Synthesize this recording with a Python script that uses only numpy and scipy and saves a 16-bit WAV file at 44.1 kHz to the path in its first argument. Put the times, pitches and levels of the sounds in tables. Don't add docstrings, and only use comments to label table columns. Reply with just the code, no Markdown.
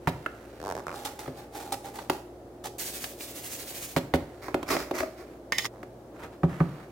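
import sys
import numpy as np
from scipy import signal
from scipy.fft import rfft, irfft, next_fast_len
from scipy.io import wavfile

SR = 44100
rng = np.random.default_rng(int(sys.argv[2]) if len(sys.argv) > 2 else 0)


def dump(signal):
    limited = np.clip(np.atleast_2d(signal).T, -1, 1)
    pcm = np.round(limited * 32767).astype(np.int16)
    wavfile.write(sys.argv[1], SR, pcm)


N = 304731
TIME = np.arange(N) / SR
BRIEF = TIME[:8192]

# frequency in Hz, median rms level in dB.
MOTOR_TONES = [(59, -58.5), (118.6, -60.5), (355.5, -56.5), (558, -61.5)]
# frequency in Hz, gain in dB.
FAN_SPECTRUM = [(25, -22), (80, 0), (170, -4.5), (300, 5), (720, -1), (950, -12.5), (1700, -22),
                (2500, -29.5), (16000, -37.5)]
CLOTH_SPECTRUM = [(400, -2.5), (1400, 8.5), (3500, -4), (16000, -14.5)]
# start in seconds, hold in seconds, level in dB.
SLEEVE_MOVES = [(.05, 1.4, -59.5), (4.15, 1.19, -61), (6.45, 0.54, -64)]

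# frequency in Hz, 60 dB decay time in seconds, relative level in dB.
BODY_MODES = [(299, 0.029, 5.5), (358.5, 0.067, 3), (443, 0.021, 2.5), (570.4, 0.058, 0),
              (670.5, 0.056, -3.5), (798, 0.019, 5)]
WALL_MODES = [(650, .025, 9.8), (1042, 0.035, 19.5), (1218, 0.039, 11), (1337, 0.05, 9.2),
              (1670, 0.036, 6.4), (1983, 0.034, 6), (2340, 0.015, 1.6)]
# frequency in Hz, gain in dB.
CRACK_SPECTRUM = [(500, 2), (1500, 6), (3700, 3), (6400, -5), (8000, -6.5), (16000, -7.5)]
DENT_SPECTRUM = [(100, -6), (700, 4), (2200, -5.5), (3500, -20), (16000, -42.5)]
# start in seconds, body, wall, crack and dent levels in dB, wall pitch factor,
# the base note's frequency in Hz, level in dB and swell in seconds, the counter's level in dB.
TUB_LANDINGS = [(0.073, -27.5, -25.5, -37, -27.5, 0.85, 144.5, -17.5, 0.0056, -39),
                (1.278, -32.5, -49, -56, -45.5, 1.14, 136.5, -33, .012, -49),
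                (3.964, -22, -35, -32, -25.5, 1.85, 150, -20.5, 0.0064, -36),
                (4.1379, -18, -31, -36, -26.5, 1.7, 149, -22.5, 0.006, -25),
                (6.4335, -24.5, -32.5, -56, -39.5, 1.113, 170.2, -14, 0.0095, -26.5),
                (6.604, -27.5, -29.5, -64, -38, 1.1, 162.3, -13.5, 0.0087, -31)]
# start in seconds, body, wall, crack and dent levels in dB, wall pitch factor.
FINGER_TAPS = [(.2613, -34.5, -27.5, -49, -39, 1.3), (2.0979, -23, -27, -29, -30, .82),
               (4.4832, -32.5, -37, -55, -44.5, 0.95), (4.5439, -20, -38, -37, -26, 1.15),
               (4.629, -34.5, -38.5, -42.5, -39, 0.95), (4.911, -25, -40, -43, -36, 0.99),
               (5.831, -40.5, -49, -55, -41.5, 1.05)]
# start in seconds, body and wall levels in dB, wall pitch factor.
THREAD_JOLTS = [(4.704, -31, -30, 1.12), (4.7249, -33, -34.5, 1.15), (4.7485, -27, -38, 0.99),
                (4.7665, -28.5, -33.5, 1.9), (5.0049, -29, -35, 1.54), (5.032, -33, -41, 1.13)]

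# time in seconds, slips per second, relative level in dB, ringing frequency in Hz.
CREAK_RUNS = [
    [(.6015, 71.5, -25.5, 660), (.66, 104, -20, 900), (.735, 81, -15, 900)],
    [(.7522, 69, -17.5, 880), (.805, 146, -27, 970)],
    [(.8682, 72, -17, 1160), (.9, 97, -25, 1180), (.952, 46, -24.5, 1050)],
    [(5.739, 102, -40, 940), (5.82, 69, -43, 1010)],
]
# frequency in Hz, gain in dB.
TICK_SPECTRUM = [(1000, 2.5), (5000, 3), (16000, -9)]
MEMBRANE_SPECTRUM = [(150, -11.5), (340, 3.5), (660, -2.5), (810, 13.5), (960, -2.5), (2600, -10.5),
                     (4000, -19.5)]
TEAR_SPECTRUM = [(1500, 3), (3500, 11), (11000, 2), (16000, -4.5)]
# start in seconds, hold in seconds, level in dB.
SEAL_TUGS = [(.95, 0.097, -41.5), (1.06, 0.029, -40), (1.205, 0.047, -44.5), (1.37, 0.038, -48.5),
             (1.555, 0.16, -38.5), (1.855, 0.013, -43), (1.95, 0.065, -42.5), (2.122, 0.012, -41.5)]
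# start in seconds, hold in seconds, drumming and tearing levels in dB.
SEAL_RIPS = [(1.051, 0.0015, -33.5, -33), (1.191, 0.0026, -43, -44.5), (1.723, 0.004, -33.5, -34.5),
             (1.735, 0.0031, -31.5, -53), (2.6405, 0.00097, -38, -42), (2.651, 0.022, -36.5, -44.5)]
# start in seconds, level in dB.
SEAL_BUCKLES = [(1.261, -45.5), (1.988, -37)]

# start in seconds, relative level in dB.
SHAKE_STROKES = [(2.796, -35), (2.86, -36.5), (2.943, -38.5), (3.02, -38.5), (3.09, -46), (3.214, -39),
                 (3.285, -43.5), (3.361, -40.5), (3.445, -39), (3.52, -37.5), (3.595, -40), (3.681, -39.5),
                 (3.753, -39.5), (3.822, -38), (3.893, -43.5)]
# frequency in Hz, gain in dB.
POWDER_SPECTRUM = [(1400, 0), (2000, 4.5), (3500, 2.5), (16000, 2.5)]
SWISH_SPECTRUM = [(3000, -19), (6600, -3), (16000, -9)]
# start in seconds, relative level in dB, wall pitch factor.
SCOOP_BUMPS = [(3.041, -37, 1.58), (3.207, -46, 2.3)]

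# start in seconds, hold in seconds, level in dB.
LID_TWISTS = [(4.43, 0.053, -45), (4.684, 0.012, -37.5), (4.71, 0.034, -31), (4.79, 0.032, -38),
              (4.952, 0.0055, -37.5), (4.986, 0.0067, -34), (5.185, 0.023, -47.5)]
# frequency in Hz, gain in dB.
THREAD_SPECTRUM = [(150, -16), (361, 12), (480, -0.5), (635, 8), (800, -9), (1200, 2.5), (1600, -8),
                   (2300, -2), (3200, -27)]
HISS_SPECTRUM = [(2000, 7.5), (3500, -1), (5100, 5.5), (8500, -5.5)]
# frequency in Hz, relative level in dB.
LID_MODES = [(1190, -3), (1860, 8), (2150, 1.5), (2900, 1), (3550, -4), (4900, 6), (5260, 6.5), (6100, 2.5),
             (6770, 3), (11600, -11)]
# frequency in Hz, 60 dB decay time in seconds, relative level in dB.
RIM_MODES = [(1810, .09, -7.5), (2060, 0.043, -0.5), (2210, 0.026, -1)]
# start in seconds, level, treble gain and rim level in dB.
LID_CLACKS = [(5.5219, -26.5, -6.5, -26.5), (5.53, -36, -12, -34.5), (5.5838, -24, 4, -39),
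              (5.592, -34.5, 4, -38), (5.645, -35, -2, -50), (5.6532, -30.5, 1, -48), (5.66, -35.5, 1, -47)]
# start and hold in seconds, level, treble gain and rim level in dB.
LID_SKIDS = [(5.524, 0.06, -41, 4, -37), (5.581, 0.086, -37.5, 7, -47)]

# start in seconds, hold in seconds, relative level in dB.
FINGER_DIGS = [(6.16, 0.017, -51.5), (6.2, 0.027, -44.5), (6.238, 0.0044, -35.5), (6.332, 0.0022, -45.5),
               (6.5, 0.34, -41.5)]
# frequency in Hz, gain in dB.
CRUNCH_SPECTRUM = [(300, 1), (1250, 4.5), (4500, -17), (16000, -26)]

# frequency in Hz, gain in dB.
ECHO_SPECTRUM = [(60, -7), (350, -8), (650, -12.5), (1400, -14.5), (6000, -13)]
SIDE_SPECTRUM = [(100, -27), (600, -11.5), (1100, -3.5), (2000, -0.5), (16000, -0.5)]
LEFT_OVER_RIGHT = [(400, -0.1), (1100, -3.5), (14000, -1)]


def amp(db):
    return 10 ** (np.asarray(db) / 20)


def unit(x):
    return x / np.sqrt(np.mean(x ** 2))


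def attack_unit(x):
    return x / np.sqrt(np.mean(x[:SR // 100] ** 2))


def add(track, s, sound):
    i = int(s * SR)
    track[i:i + len(sound)] += sound[:N - i]


def colour(x, points):
    size = 2 * next_fast_len(len(x), real=True)
    hz, db = np.transpose(points)
    bins = np.maximum(np.arange(size // 2 + 1) * SR / size, 1)
    cepstrum = irfft(np.log(amp(np.interp(np.log(bins), np.log(hz), db))))
    cepstrum[1:size // 2] *= 2
    cepstrum[size // 2 + 1:] = 0
    return irfft(rfft(x, size) * np.exp(rfft(cepstrum)))[:len(x)]


def fade(t60, t=BRIEF):
    return np.exp(-np.log(1000) * t / t60)


def ring(modes, pitch=1, length=1, scatter=0.019):
    out = 0
    for k, (hz, t60, db) in enumerate(modes):
        shifted_hz = hz * pitch * (1 + scatter * rng.standard_normal())
        out += amp(db) * (-1) ** k * fade(t60 * length) * np.sin(2 * np.pi * shifted_hz * BRIEF)
    return out


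def pulse(points):
    return attack_unit(colour(signal.unit_impulse(len(BRIEF)), points))


def grains(per_s, spread_db):
    size_db = spread_db * np.minimum(rng.exponential(size=N), 4)
    return (rng.random(N) < per_s / SR) * rng.standard_normal(N) * amp(size_db)


def gestures(rows, rise_db_per_s, sag_db_per_s, fall_db_per_s):
    power = np.zeros(N)
    for s, hold, db in rows:
        span = slice(*np.searchsorted(TIME, [s - 60 / rise_db_per_s, s + hold + 60 / fall_db_per_s]))
        age = TIME[span] - s
        drop_db = rise_db_per_s * np.maximum(-age, 0) + sag_db_per_s * np.maximum(age, 0)
        drop_db += fall_db_per_s * np.maximum(age - hold, 0)
        power[span] += amp(db - drop_db) ** 2
    return np.sqrt(power)


def bloom(swell_s):
    age = BRIEF / swell_s
    return age * np.exp((1 - age ** 2) / 2)


def fridge():
    fan, other_fan = (colour(rng.standard_normal(N), FAN_SPECTRUM) for _ in range(2))
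    mid, side = unit(fan), colour(other_fan, SIDE_SPECTRUM) / np.std(fan)
    hum, knots = 0, np.arange(0, TIME[-1] + 1, .3)
    for hz, db in MOTOR_TONES:
        size, phase = (np.interp(TIME, knots, rng.standard_normal(len(knots))) for _ in range(2))
        hum += amp(db + 2 * size) * np.sqrt(2) * np.sin(2 * np.pi * hz * TIME + 1.44 * phase)
    return amp(-47.5) * np.array([mid + side, mid - side]) + hum


def sleeve():
    motion = gestures(SLEEVE_MOVES, rise_db_per_s=200, sag_db_per_s=1, fall_db_per_s=192)
    return motion * unit(colour(grains(per_s=8100, spread_db=3.5), CLOTH_SPECTRUM))


def crack(t60):
    return attack_unit(colour(rng.standard_normal(len(BRIEF)) * fade(t60), CRACK_SPECTRUM))


def blow(body_db, wall_db, crack_db, dent_db, body_pitch=1, wall_pitch=1):
    body = amp(body_db) * attack_unit(ring(BODY_MODES, body_pitch, 1 / body_pitch))
    soft_hz, hard_hz, crack_db_per_octave = 1820, 7900, 14
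    reach_hz = np.clip(hard_hz * 2 ** ((crack_db - wall_db) / crack_db_per_octave), soft_hz, hard_hz)
    contact = signal.butter(2, reach_hz, fs=SR, output="sos")
    wall = attack_unit(signal.sosfilt(contact, ring(WALL_MODES, wall_pitch, .75 / wall_pitch)))
    return body + amp(wall_db) * wall + amp(dent_db) * pulse(DENT_SPECTRUM) + amp(crack_db) * crack(0.031)


def knocks(contacts=4, rebound_s=0.0063):
    out = np.zeros(N)
    for s, body_db, wall_db, crack_db, dent_db, wall_pitch, *_ in TUB_LANDINGS:
        for k in range(contacts):
            loss_db, pitch = 6.5 * k, 0.83 ** k
            levels = body_db - loss_db, wall_db - loss_db, crack_db - 2 * k, dent_db - loss_db
            add(out, s + k * rebound_s, blow(*levels, pitch, pitch * wall_pitch))
    for s, *levels, pitch in FINGER_TAPS:
        add(out, s, blow(*levels, wall_pitch=pitch))
    for s, body_db, wall_db, pitch in THREAD_JOLTS:
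        add(out, s, blow(body_db, wall_db, crack_db=wall_db - 8, dent_db=wall_db - 2.5, wall_pitch=pitch))
    return out


def thumps(counter_hz=85.4, counter_swell_s=0.01):
    out = np.zeros(N)
    for s, *_, hz, base_db, swell_s, counter_db in TUB_LANDINGS:
        note = np.sin(2 * np.pi * hz * BRIEF)
        note = note + .5 * np.abs(note) - 1 / np.pi
        add(out, s, amp(base_db) * bloom(swell_s) * note)
        add(out, s, amp(counter_db) * bloom(counter_swell_s) * np.sin(2 * np.pi * counter_hz * BRIEF))
    return out


def creaks():
    out = np.zeros(N)
    tick = amp(-28) * pulse(TICK_SPECTRUM)
    for run in CREAK_RUNS:
        times, *columns = np.transpose(run)
        s = times[0]
        while s < times[-1]:
            rate, db, hz = (np.interp(s, times, column) for column in columns)
            modes = [(hz, .009, 0), (1.94 * hz, .006, -8), (1.62 * hz, .005, -13), (0.4 * hz, .011, -4.5)]
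            knock = ring(modes, scatter=0.14)
            base_and_ping = ring([(147, 0.034, -17.5), (4700, 0.0086, -26)], scatter=0.074)
            add(out, s, amp(db - 2.5) * (knock + base_and_ping + tick))
            s += (1 + .008 * rng.standard_normal()) / rate
    return out


def seal():
    snaps = grains(per_s=4500, spread_db=2.2)
    pull = gestures(SEAL_TUGS, rise_db_per_s=636, sag_db_per_s=70, fall_db_per_s=144)
    s, hold, *levels = np.transpose(SEAL_RIPS)
    drum, tear = (gestures(zip(s, hold, db), rise_db_per_s=9000, sag_db_per_s=0, fall_db_per_s=1106)
                  for db in levels)
    drumming = (pull + drum) * unit(colour(snaps, MEMBRANE_SPECTRUM))
    tearing = (amp(-12) * pull + tear) * unit(colour(snaps, TEAR_SPECTRUM))
    return drumming + tearing


def buckles():
    out = np.zeros(N)
    for s, db in SEAL_BUCKLES:
        wall = attack_unit(ring(WALL_MODES, pitch=1.07, length=0.51, scatter=0.094))
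        add(out, s, amp(db) * (wall + amp(-8) * crack(0.062)))
    return out


def shaking(shaking_starts_s=2.783, hold_s=.029):
    s, db = np.transpose(SHAKE_STROKES)
    holds, swish_db = np.full(len(s), hold_s), 2 * db - db.max() - 2
    sweep, swish = (gestures(zip(s, holds, level), rise_db_per_s=429, sag_db_per_s=0, fall_db_per_s=315)
                    for level in (db, swish_db))
    sliding = sweep * unit(colour(grains(per_s=16000, spread_db=-1), POWDER_SPECTRUM))
    swishing = swish * unit(colour(grains(per_s=16000, spread_db=-4), SWISH_SPECTRUM))
    return amp(-1.6) * (sliding + swishing) * (TIME > shaking_starts_s)


def scoop():
    out = np.zeros(N)
    for s, db, pitch in SCOOP_BUMPS:
        wall = attack_unit(ring(WALL_MODES, pitch, length=0.41))
        add(out, s, amp(db) * (amp(-1) * wall + amp(2) * crack(0.033)))
    return out


def thread():
    catches = grains(per_s=2500, spread_db=3)
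    speed = gestures(LID_TWISTS, rise_db_per_s=750, sag_db_per_s=39, fall_db_per_s=189)
    dust = unit(catches) + rng.standard_normal(N)
    hiss = amp(0.5) * (speed / speed.max()) ** 0.49 * unit(colour(dust, HISS_SPECTRUM))
    return speed * (unit(colour(catches, THREAD_SPECTRUM)) + hiss)


def squeak(start_s=5.022, hz=635, db=-25.5):
    out = np.zeros(N)
    add(out, start_s, amp(db) * bloom(swell_s=.012) * np.sin(2 * np.pi * hz * BRIEF))
    return out


def lid(crossover_hz=2500):
    out = np.zeros(N)
    modes = [(hz, 0.03 * (2000 / hz) ** 0.49, db) for hz, db in LID_MODES]
    rim = ring(RIM_MODES, scatter=.002)
    catches = grains(per_s=9000, spread_db=.6)
    chatter = unit(signal.fftconvolve(catches, ring(modes, scatter=0.0062))[:N])
    chatter += amp(1) * unit(colour(catches, CRACK_SPECTRUM))
    bass = unit(signal.sosfilt(signal.butter(4, crossover_hz, fs=SR, output="sos"), chatter))
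    treble = unit(signal.sosfilt(signal.butter(3, crossover_hz, "high", fs=SR, output="sos"), chatter))
    singing = unit(signal.fftconvolve(catches, rim)[:N])
    for s, db, treble_db, rim_db in LID_CLACKS:
        clack = attack_unit(ring(modes, scatter=0.012)) + amp(1) * crack(0.019)
        clack = attack_unit(colour(clack, [(1000, 0), (8000, treble_db), (16000, treble_db - 6)]))
        rim_note = attack_unit(ring(RIM_MODES, length=0.37, scatter=0.0036))
        add(out, s, amp(db) * clack + amp(rim_db) * rim_note)
    for s, hold, db, treble_db, rim_db in LID_SKIDS:
        force = gestures([(s, hold, 0)], rise_db_per_s=8700, sag_db_per_s=57, fall_db_per_s=1097)
        scrape = (bass + amp(treble_db) * treble) / np.hypot(1, amp(treble_db))
        out += force * (amp(db) * scrape + amp(rim_db) * singing)
    return out


def digging():
    push = gestures(FINGER_DIGS, rise_db_per_s=554, sag_db_per_s=20, fall_db_per_s=408)
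    return amp(-5) * push * unit(colour(grains(per_s=3200, spread_db=0), CRUNCH_SPECTRUM))


def reflections(x, t60, delay_s, spectrum):
    t = TIME[:SR // 2]
    echo = rng.standard_normal(len(t)) * fade(t60, t) * np.clip(t / delay_s - .5, 0, 1)
    response = colour(echo / np.sqrt(np.sum(echo ** 2)), spectrum)
    return signal.fftconvolve(x, response)[:N]


def kitchen(x, echo_db, motion_hz=1.3):
    mid_echo, side_echo = (amp(echo_db) * reflections(x, 0.44, 0.0047, ECHO_SPECTRUM) for _ in range(2))
    paths = [reflections(x, t60=.02, delay_s=.0002, spectrum=SIDE_SPECTRUM) for _ in range(2)]
    turn = 2 * np.pi * motion_hz * TIME
    side = amp(-2) * (np.cos(turn) * paths[0] + np.sin(turn) * paths[1])
    side += colour(side_echo, SIDE_SPECTRUM)
    return np.array([colour(x + mid_echo + sign * side, [(hz, sign * db / 2) for hz, db in LEFT_OVER_RIGHT])
                     for sign in (1, -1)])


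def scene():
    tub = knocks() + scoop() + thumps() + creaks() + seal() + buckles()
    tub = tub + shaking() + digging() + thread() + squeak() + sleeve()
    return kitchen(tub, echo_db=2.5) + kitchen(lid(), echo_db=-42) + fridge()


def record(dry, low_hz=36, top_hz=16000):
    dry = signal.sosfilt(signal.butter(2, low_hz, "high", fs=SR, output="sos"), dry)
    return signal.sosfilt(signal.ellip(10, .2, 80, top_hz, fs=SR, output="sos"), dry)


dry = scene()
out = record(dry)
dump(out)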